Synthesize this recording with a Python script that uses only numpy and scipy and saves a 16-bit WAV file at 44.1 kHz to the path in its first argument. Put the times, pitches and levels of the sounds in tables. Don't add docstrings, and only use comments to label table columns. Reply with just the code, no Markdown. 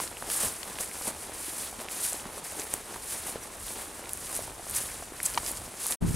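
import sys
import numpy as np
from scipy import signal
from scipy.fft import rfft, irfft
from scipy.io import wavfile
from scipy.ndimage import uniform_filter1d

SR = 44100
rng = np.random.default_rng(int(sys.argv[2]) if len(sys.argv) > 2 else 0)


def invert_db(x):
    u = np.asarray(x, float) / 20
    return 10 ** u


def bounce(signal):
    frames = np.transpose(np.atleast_2d(signal))
    limited = np.clip(frames, -1, 1)
    pcm = np.round(limited * 32767).astype(np.int16)
    wavfile.write(sys.argv[1], SR, pcm)


N = 271215

# [peak_s, level_db, rise_10db_ms, fall_10db_ms]
LEG_SWEEPS = [(0.026, -35, 124, 56), (0.22, -44.5, 215.0, 24), (0.314, -32.5, 34, 216.0),
              (0.448, -30.5, 125, 52), (0.694, -44, 125.0, 205.0), (1.051, -38.5, 317, 66),
              (1.334, -43, 5, 233.0), (1.463, -38.5, 144.0, 266.0), (1.914, -37, 18, 196.0),
              (2.051, -31.5, 76, 115), (2.392, -42, 117.0, 21), (2.447, -39, 17, 189.0),
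              (2.728, -41, 182, 137), (2.934, -44.5, 143.0, 217), (3.435, -41.5, 36, 52.0),
              (3.679, -40.5, 152.0, 105.0), (4.0, -45.5, 100.0, 16.0), (4.33, -39, 334, 120),
              (4.436, -42, 107, 101.0), (4.704, -41, 123.0, 57.0), (4.815, -36.5, 88.0, 211),
              (5.157, -44.5, 16.0, 200.0), (5.233, -39, 3, 43.0), (5.266, -36.5, 43, 181),
              (5.483, -34, 66.0, 69), (5.802, -37, 11, 164), (5.922, -33, 121, 47),
              (6.149, -38.5, 79.5, 50.0)]
# [peak_s, level_db, fall_10db_ms]
TUFT_FLICKS = [(0.811, -34, 20), (0.834, -33, 20), (1.08, -32.5, 28), (1.222, -41, 101), (1.619, -36, 81),
               (1.813, -41, 42), (2.6, -37, 44), (2.738, -39.1, 26), (3.127, -34.6, 92), (3.283, -36.5, 74),
               (3.538, -46.5, 27.0), (3.713, -39, 48), (3.811, -38.5, 65), (4.361, -35, 25),
               (4.769, -28, 25), (5.256, -32.5, 12), (5.572, -39, 19), (5.651, -44, 74.0),
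               (6.089, -39.5, 21)]
# [freq_hz, density_db]
BLADE_SPECTRUM = [(600, -34), (1000, -8), (1800, -4), (3500, -8), (5400, -7), (7300, -4), (9500, 1.5),
                  (11000, -2.5), (13000, -9.5), (15900, -18)]


def grass():
    snap = 0.11 * grains(rate=2300, spread_db=5.5, patch_rate=280, patchy_db=-4.0)
    flicks = [(s, db, fall, fall) for s, db, fall in TUFT_FLICKS]
    swish_db = swells(-54, LEG_SWEEPS + flicks)
    effort_db = np.maximum(swish_db + 37.5, -16)
    # (centre Hz, dB per dB of effort)
    blade_sizes = ((900, 0.02), (1800, -0.23), (3600, 0.011), (5500, -0.16),
                   (8000, 0.22), (11000, 0.25), (15000, 0.26))
    out = np.zeros(N)
    for hz, brisk in blade_sizes:
        rustle = grains(rate=12000, spread_db=1.5, patch_rate=150, patchy_db=3.0)
        out += invert_db(brisk * effort_db) * band(rustle + snap, hz / 1.32, hz * 1.53)
    return pair(invert_db(swish_db + 0.98) * colour(out, BLADE_SPECTRUM))


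# [start_s, peak_db]
BLADE_SNAPS = [(0.0076, -19), (0.081, -27), (0.2235, -28), (0.5225, -27), (0.5535, -28), (4.7495, -18),
               (2.7388, -12), (4.1337, -17), (0.1143, -24), (0.301, -13), (0.4046, -17), (0.426, -19),
               (0.477, -21), (0.5885, -29), (0.6392, -27), (0.803, -23), (0.8345, -21), (1.1488, -27),
               (1.3211, -30), (1.5841, -22), (1.7122, -25), (2.0061, -19), (2.051, -10), (2.1196, -20),
               (2.556, -24), (2.618, -22), (2.8134, -29), (2.9971, -27), (3.0267, -25), (3.0434, -27),
               (3.059, -27), (3.203, -23), (3.6153, -27), (3.628, -27), (3.681, -26), (4.2605, -24),
               (4.297, -26), (4.424, -19), (4.4533, -26), (4.4726, -29), (4.5001, -29), (4.6751, -24),
               (4.7278, -23), (4.7845, -15), (5.012, -28), (5.027, -28), (5.0556, -28), (5.262, -10),
               (5.2845, -22), (5.301, -18), (5.6807, -30), (5.8025, -22), (5.819, -21)]
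# [freq_hz, density_db]
SNAP_SPECTRUM = [(1500, -14), (5000, -10), (7500, -3), (10000, 6), (13000, -7), (15900, -10)]


def blade_snaps():
    s, db = np.transpose(BLADE_SNAPS)
    impulse = 1.0 * (np.arange(N) == 0)
    click = colour(impulse, SNAP_SPECTRUM)[:256]
    out = np.zeros(N)
    out[(s * SR).astype(int)] = invert_db(db) * rng.choice([-1, 1], len(s))
    return pair(np.convolve(out, click / np.abs(click).max())[:N])


# [peak_s, level_db, fall_10db_ms]
SOLE_PRESSES = [(-0.001, -43, 167), (0.227, -46, 21.0), (0.294, -43, 148), (0.438, -39.5, 107.0),
                (0.696, -43.5, 103), (0.802, -42.5, 38.0), (0.881, -52.5, 318), (1.084, -39, 57),
                (1.276, -45, 171.0), (1.482, -50, 96.0), (1.619, -47, 119.0), (1.828, -46, 210.0),
                (2.064, -49, 361), (2.253, -48.5, 244.0), (2.45, -51, 114), (2.585, -46.5, 84),
                (2.744, -46, 73), (2.92, -46.5, 134), (3.124, -50, 58.0), (3.272, -43, 45.0),
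                (3.351, -46.5, 242.0), (3.707, -45, 24), (3.811, -47.5, 269.0), (4.046, -45.5, 68.5),
                (4.345, -47, 217.0), (4.618, -54, 287.0), (4.8, -45.8, 181), (5.373, -47.5, 240.0),
                (5.502, -51.5, 393), (5.914, -43, 146)]
# [freq_hz, density_db]
TURF_SPECTRUM = [(100, -14.5), (200, 0), (400, 2), (900, 0.5), (2000, -9.5), (4000, -12.5)]


def turf():
    crush = colour(grains(rate=2500, spread_db=2.0, patch_rate=70, patchy_db=1.66), TURF_SPECTRUM)
    tread_db = swells(-50, [(s, db, 0.5 * fall, fall) for s, db, fall in SOLE_PRESSES])
    return pair(invert_db(tread_db + 0.64) * crush)


# [start_s, peak_db, pitch_hz, ring_s]
STALK_BREAKS = [(0.3022, -22, 9920.0, 0.0022), (0.5397, -23, 9280.0, 0.0012), (1.078, -14, 9600, 0.002),
                (2.1316, -12, 8800, 0.0014), (2.521, -23, 10490.0, 0.0019), (2.5975, -19, 7040, 0.0015),
                (2.7391, -8, 9300, 0.001), (3.6673, -20, 10610.0, 0.0014), (4.0931, -21, 9150, 0.0017),
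                (4.1097, -23, 8810.0, 0.0015), (4.1338, -12, 11100, 0.00098), (4.1734, -21, 9200, 0.0023),
                (4.3522, -18, 9320.0, 0.0038), (4.359, -21, 9090.0, 0.0031), (4.3653, -14, 9700, 0.0016),
                (4.3738, -19, 9520.0, 0.0039), (4.6975, -17.5, 9760.0, 0.00099),
                (4.702, -22.0, 10750.0, 0.0014), (4.7092, -25, 9680.0, 0.009), (4.7495, -17, 9500, 0.002),
                (4.764, -14.0, 9800, 0.0018), (5.2295, -13.5, 10200, 0.013), (5.255, -15, 8700, 0.0049),
                (5.259, -13.5, 7700, 0.012), (5.3388, -19, 8710.0, 0.0009), (5.352, -25, 8630.0, 0.0051),
                (5.5145, -21, 10400, 0.013), (5.867, -8.5, 9500, 0.0012), (5.9085, -16, 10420.0, 0.004),
                (5.916, -15, 9500, 0.002), (5.922, -12.5, 8900, 0.002)]


def stalks():
    out = np.zeros((2, N))
    for s, db, hz, ring_s in STALK_BREAKS:
        ring_s = max(1.4 * ring_s - 0.0007, 0.0004)
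        add_ring(out, s, db - 0.5, hz, ring_s, 0, 1024, rough=0.98, wide=1.18, rise=10)
    return out


# [start_s, peak_db, pitch_hz, ring_s, left_minus_right_db]
STEM_TICKS = [(0.0009, -25.5, 3050, 0.0092, -2), (0.0762, -27, 3090.0, 0.008, 11),
              (0.1702, -27, 2700, 0.0032, 1), (0.2242, -32, 1810.0, 0.0051, 4),
              (0.3005, -22.5, 3000, 0.0033, -1), (0.6305, -24.5, 3000, 0.009, 9),
              (0.755, -29, 2430.0, 0.0089, -0.5), (0.7873, -18.5, 2560.0, 0.0017, -3),
              (0.914, -28, 2200, 0.0042, 0), (1.6, -27, 3300.0, 0.0024, 0.0),
              (1.886, -18.5, 2500, 0.0019, -2), (2.198, -28, 2720, 0.0041, 0),
              (2.617, -23.5, 3310.0, 0.017, -1), (2.9433, -28, 1770, 0.0055, -0.7),
              (3.608, -32.0, 3070.0, 0.0025, 0.1), (4.04, -32, 2100, 0.0033, -5),
              (4.0573, -27, 2360, 0.0037, -1.2), (4.0926, -28, 2630.0, 0.01, 0),
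              (4.9158, -30, 2100.0, 0.003, 2), (5.2022, -18.5, 1990, 0.0037, -0.5),
              (5.344, -25, 3110.0, 0.018, 7), (5.4627, -23, 3840, 0.013, -8),
              (5.86, -23.5, 3070, 0.0071, 2), (5.923, -18.5, 3120, 0.006, -9)]


def stems():
    out = np.zeros((2, N))
    for s, db, hz, ring_s, pan_db in STEM_TICKS:
        add_ring(out, s, db - 2.0, hz, 1.1 * ring_s, pan_db, 1024, rough=0.69, wide=2.0, rise=41)
    return out


# [start_s, peak_db, pitch_hz, ring_s]
SOLE_KNOCKS = [(0.0015, -20.5, 1030, 0.012), (0.0399, -28.5, 470.0, 0.01), (0.1148, -32.5, 660, 0.022),
               (0.2245, -23, 806, 0.0059), (0.291, -28, 700, 0.009), (0.806, -30, 530.0, 0.009),
               (1.0129, -23.5, 990, 0.0024), (1.0867, -29, 570.0, 0.0094), (1.2958, -28, 650.0, 0.0072),
               (1.7277, -33, 750, 0.023), (1.817, -33, 720, 0.022), (2.1251, -32, 660, 0.015),
               (2.1445, -28, 503, 0.0092), (2.3317, -36, 706, 0.0076), (2.375, -31, 547, 0.023),
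               (2.5249, -33.5, 640.0, 0.013), (2.5947, -32, 420, 0.02), (2.7392, -26, 700.0, 0.0089),
               (2.9619, -27, 920, 0.0061), (3.3579, -22.5, 497, 0.0096), (4.391, -26, 620, 0.013),
               (4.4227, -37, 686, 0.013), (4.5947, -33.5, 720, 0.029), (4.668, -28, 820.0, 0.0053),
               (4.8035, -31, 670.0, 0.0051), (5.024, -31.5, 715, 0.022), (5.1216, -29, 410.0, 0.0112),
               (5.433, -34.5, 460.0, 0.0051), (5.679, -31, 660.0, 0.0064), (5.86, -31, 910.0, 0.012)]
# [start_s, peak_db, pitch_hz, ring_s]
HEEL_THUDS = [
    (0.8, -40, 237, 0.038),
    (1.076, -31.5, 232, 0.044),
    (1.787, -38, 227, 0.037),
    (2.26, -33, 235, 0.023),
    (2.569, -38, 350, 0.024),
    (2.739, -38, 283, 0.026),
    (3.353, -46, 342, 0.027),
    (5.118, -42, 367, 0.021),
    (5.371, -43, 253, 0.032),
]


def shoes():
    out = np.zeros((2, N))
    for s, db, hz, ring_s in SOLE_KNOCKS + HEEL_THUDS:
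        add_ring(out, s, db - 0.5, hz, ring_s, 0, 2048, rough=0.46, wide=1.86, rise=75)
    return out


# [start_s, peak_db, pitch_hz, ring_s]
CLOD_BREAKS = [(0.0348, -33, 2200, .004), (0.2425, -32, 900, 0.0072), (0.355, -33, 900, 0.0054),
               (0.392, -28, 1500, .005), (0.513, -37, 700, 0.009), (1.482, -35, 328, 0.021),
               (2.436, -38, 1700, .004), (2.57, -38, 450, .015), (2.926, -35, 700, .01),
               (3.123, -31.5, 1800, .006), (3.2655, -30, 900, .006), (3.282, -33, 750, .01),
               (3.452, -35, 850, .008), (3.6748, -35, 960, 0.0074), (3.682, -31, 3500, .004),
               (3.7675, -37, 420, .015), (3.788, -34, 750, 0.011), (4.4805, -34, 600, .012),
               (4.889, -32, 2000, .004), (5.51, -32, 460, .012), (0.224, -30, 1450, .004),
               (0.301, -23, 5000, .002), (0.301, -27, 1700, .004), (2.379, -33, 1100, .008),
               (2.7388, -30, 1500, .004), (2.7455, -34, 330, .015), (2.9613, -31, 1700, .003),
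               (0.279, -31, 600, .01)]


def clods():
    out = np.zeros((2, N))
    for s, db, hz, ring_s in CLOD_BREAKS:
        add_ring(out, s, db, hz, ring_s, 0, 2048, rough=0.5, wide=2.0, rise=60)
    return out


# [pitch_hz, level_db, ring_s]
BODY_MODES = [(700, -5, 0.03), (930, 3.5, 0.043), (1170, 0, 0.025), (1840, 2.5, 0.029), (2300, 0, 0.026),
              (3130, -3, 0.012), (4380, -8, .019), (6140, -9, 0.0063)]
# [start_s, level_db]
BUCKLE_HITS = [
    (5.3751, -27.5),
    (5.3756, -24),
    (5.3764, -28),
    (5.3793, -30),
    (5.3809, -34.5),
]


def strap():
    out, t = np.zeros((2, N)), np.arange(2048) / SR
    for s, hit_db in BUCKLE_HITS:
        i = int(s * SR)
        spots = rng.uniform(-1.25, 1, (len(BODY_MODES), 2))
        for (hz, db, ring_s), (side, spot) in zip(BODY_MODES, spots):
            tone = np.sign(spot) * np.sin(2 * np.pi * hz * (1 + 0.025 * spot) * t)
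            tone *= np.exp(-np.log(1000) * t / (0.4 * ring_s))
            out[:, i:i + len(t)] += pair(invert_db(hit_db + db) * tone, 10.0 * side)
        add_ring(out, s, hit_db + 2.0, 1900, 0.014, -4.0, 1024, rough=1.0, wide=3.0, rise=40)
    return out


# [peak_s, level_db, fall_10db_ms]
WIND_PUFFS = [(0.26, -59, 200), (0.46, -42, 38), (1.07, -53, 150), (1.35, -57, 120), (1.7, -57, 100),
              (2.26, -54, 100), (2.84, -58, 150), (3.2, -52, 40), (3.64, -47, 70), (4.24, -50, 122),
              (4.45, -46, 129), (4.71, -43.5, 60), (4.93, -48.5, 150), (5.36, -45, 125), (5.6, -45, 120)]
# [freq_hz, density_db]
PORT_SPECTRUM = [(20, -11), (45, -3), (80, -4), (130, -9), (250, -19.5), (500, -40.5)]


def breeze():
    middle = colour(rng.standard_normal(N), PORT_SPECTRUM)
    beside = colour(rng.standard_normal(N), PORT_SPECTRUM)
    puff_db = swells(-55, [(s, db, fall, fall) for s, db, fall in WIND_PUFFS])
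    return invert_db(puff_db - 1.64) * (middle + 0.11 * beside * np.array([[1], [-1]]))


# [time_s, level_db]
STRONG_WIND = [
    (6.03, -17),
    (6.15, -26),
]
# [freq_hz, density_db]
BUFFET_SPECTRUM = [(20, -9), (65, -5.5), (140, -5.5), (390, -20), (600, -31), (1500, -33)]
# [start_s, peak_db, pitch_hz, ring_s, left_minus_right_db]
EDDY_THUMPS = [
    (6.0243, -11, 152, 0.021, 4),
    (6.0472, -13, 159, 0.019, 6.5),
    (6.0523, -20.5, 147, 0.037, -1),
    (6.0725, -34, 110.0, 0.034, 2),
    (6.083, -20, 120.0, 0.089, -3),
    (6.0947, -15, 118, 0.026, 4),
    (6.1083, -14, 109, 0.019, -4),
    (6.13, -36, 160.0, 0.045, 7),
    (6.1423, -16, 144, 0.036, 5),
]


def buffeting():
    middle = colour(rng.standard_normal(N), BUFFET_SPECTRUM)
    side = band(colour(rng.standard_normal(N), BUFFET_SPECTRUM), 140, 500)
    out = invert_db(curve(STRONG_WIND) - 7.0) * (0.52 * middle + 0.86 * side * np.array([[-1], [1]]))
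    for s, db, hz, ring_s, pan_db in EDDY_THUMPS:
        add_ring(out, s, db - 5.5, hz, ring_s, pan_db, 4096, rough=0.3, wide=1.8, rise=33)
    return out


def wind():
    second_spot = np.arange(N) > 5.98 * SR
    return np.where(second_spot, buffeting(), breeze())


# [start_s, length_s, from_hz, to_hz, level_db]
BIRD_NOTE = (3.418, .024, 6000, 5650, -45)


def bird():
    s, length_s, from_hz, to_hz, db = BIRD_NOTE
    t = np.arange(int(length_s * SR)) / SR
    i = int(s * SR)
    out = np.zeros(N)
    out[i:i + len(t)] = invert_db(db) * np.hanning(len(t)) * signal.chirp(t, from_hz, length_s, to_hz)
    return pair(out)


# [freq_hz, density_db]
FIELD_SPECTRUM = [(60, -29), (150, -5.5), (400, -1), (850, 5.5), (1400, 1), (2500, -6), (5000, -11.5),
                  (9000, -9.5), (15900, -25)]


def fields():
    def one_side():
        level_db = -54 + 0.8 * walk(6.3)
        return invert_db(level_db) * colour(rng.standard_normal(N), FIELD_SPECTRUM)
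    return np.array([one_side(), one_side()])


def curve(table):
    s, value = np.transpose(table)
    return np.interp(np.arange(N) / SR, s, value)


def swells(rest_db, events):
    ms, power = np.arange(1000 * N / SR + 2), invert_db(2 * rest_db)
    for s, db, rise, fall in events:
        late = ms - 1000 * s
        distance = np.where(late < 0, -late / max(rise, 2), late / max(fall, 2))
        power = power + invert_db(2 * db - 20 * distance)
    return curve(np.transpose([ms / 1000, 10 * np.log10(power)]))


def walk(rate):
    k = int(SR / rate)
    held = np.repeat(rng.standard_normal(N // k + 1), k)
    return 0.92 * uniform_filter1d(uniform_filter1d(held, k), k)[:N]


def grains(rate, spread_db, patch_rate, patchy_db):
    hit = rng.random(N) < rate / SR
    size = np.minimum(rng.exponential(size=N), 3.6)
    return hit * rng.standard_normal(N) * invert_db(spread_db * size + patchy_db * walk(patch_rate))


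def colour(x, spectrum):
    hz, db = np.transpose(spectrum)
    grid = np.linspace(1, SR / 2, 4097)
    outside = np.maximum(hz[0] / grid, 1) * np.maximum(grid / hz[-1], 1)
    gain_db = np.interp(np.log(grid), np.log(hz), db) - 30 * np.log2(outside)
    cepstrum = irfft(np.maximum(gain_db, -100) * np.log(10) / 20)
    cepstrum[1:4096] *= 2
    cepstrum[4097:] = 0
    y = signal.fftconvolve(x, irfft(np.exp(rfft(cepstrum))))[:N]
    return y / np.sqrt(np.mean(y ** 2))


def band(x, lo_hz, hi_hz):
    sos = signal.butter(2, [lo_hz, min(hi_hz, 0.45 * SR)], "band", fs=SR, output="sos")
    return signal.sosfilt(sos, x)


def pair(x, pan_db=0.0):
    return np.array([x * invert_db(pan_db / 2), x * invert_db(-pan_db / 2)])


def add_ring(out, s, db, hz, ring_s, pan_db, length, rough, wide, rise):
    t = np.arange(length) / SR
    scratch = band(rng.standard_normal(length), hz / wide, hz * wide)
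    share = np.clip(rough * ring_s * hz / 25, 0, 1)
    wave = (1 - share) * np.sin(2 * np.pi * hz * t) + share * scratch / scratch.std()
    wave *= np.exp(-np.log(1000) * t / ring_s)
    wave *= 1 - np.exp(-t * rise / ring_s)
    i = int(s * SR)
    out[:, i:i + length] += pair(invert_db(db) * wave / np.abs(wave).max(), pan_db)[:, :N - i]


def scene():
    walker = grass() + blade_snaps() + turf() + stalks() + stems() + shoes() + clods()
    return walker + strap() + wind() + bird() + fields()


# [time_s, gain]
SPOT_FADE = [
    (0, 1),
    (5.94, 1),
    (5.9605, 0),
    (6.0045, 0),
    (6.026, 1),
    (6.15, 1),
]


def change_spot(x):
    return x * curve(SPOT_FADE) ** 1.3


def top_cut(x):
    return signal.sosfilt(signal.butter(12, 16490, fs=SR, output="sos"), x)


def record(dry):
    low_pass = signal.ellip(10, 0.2, 40, 15780, fs=SR, output="sos")
    mix = signal.sosfilt(low_pass, change_spot(dry))
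    return top_cut(mix)


dry = scene()
out = record(dry)
bounce(out)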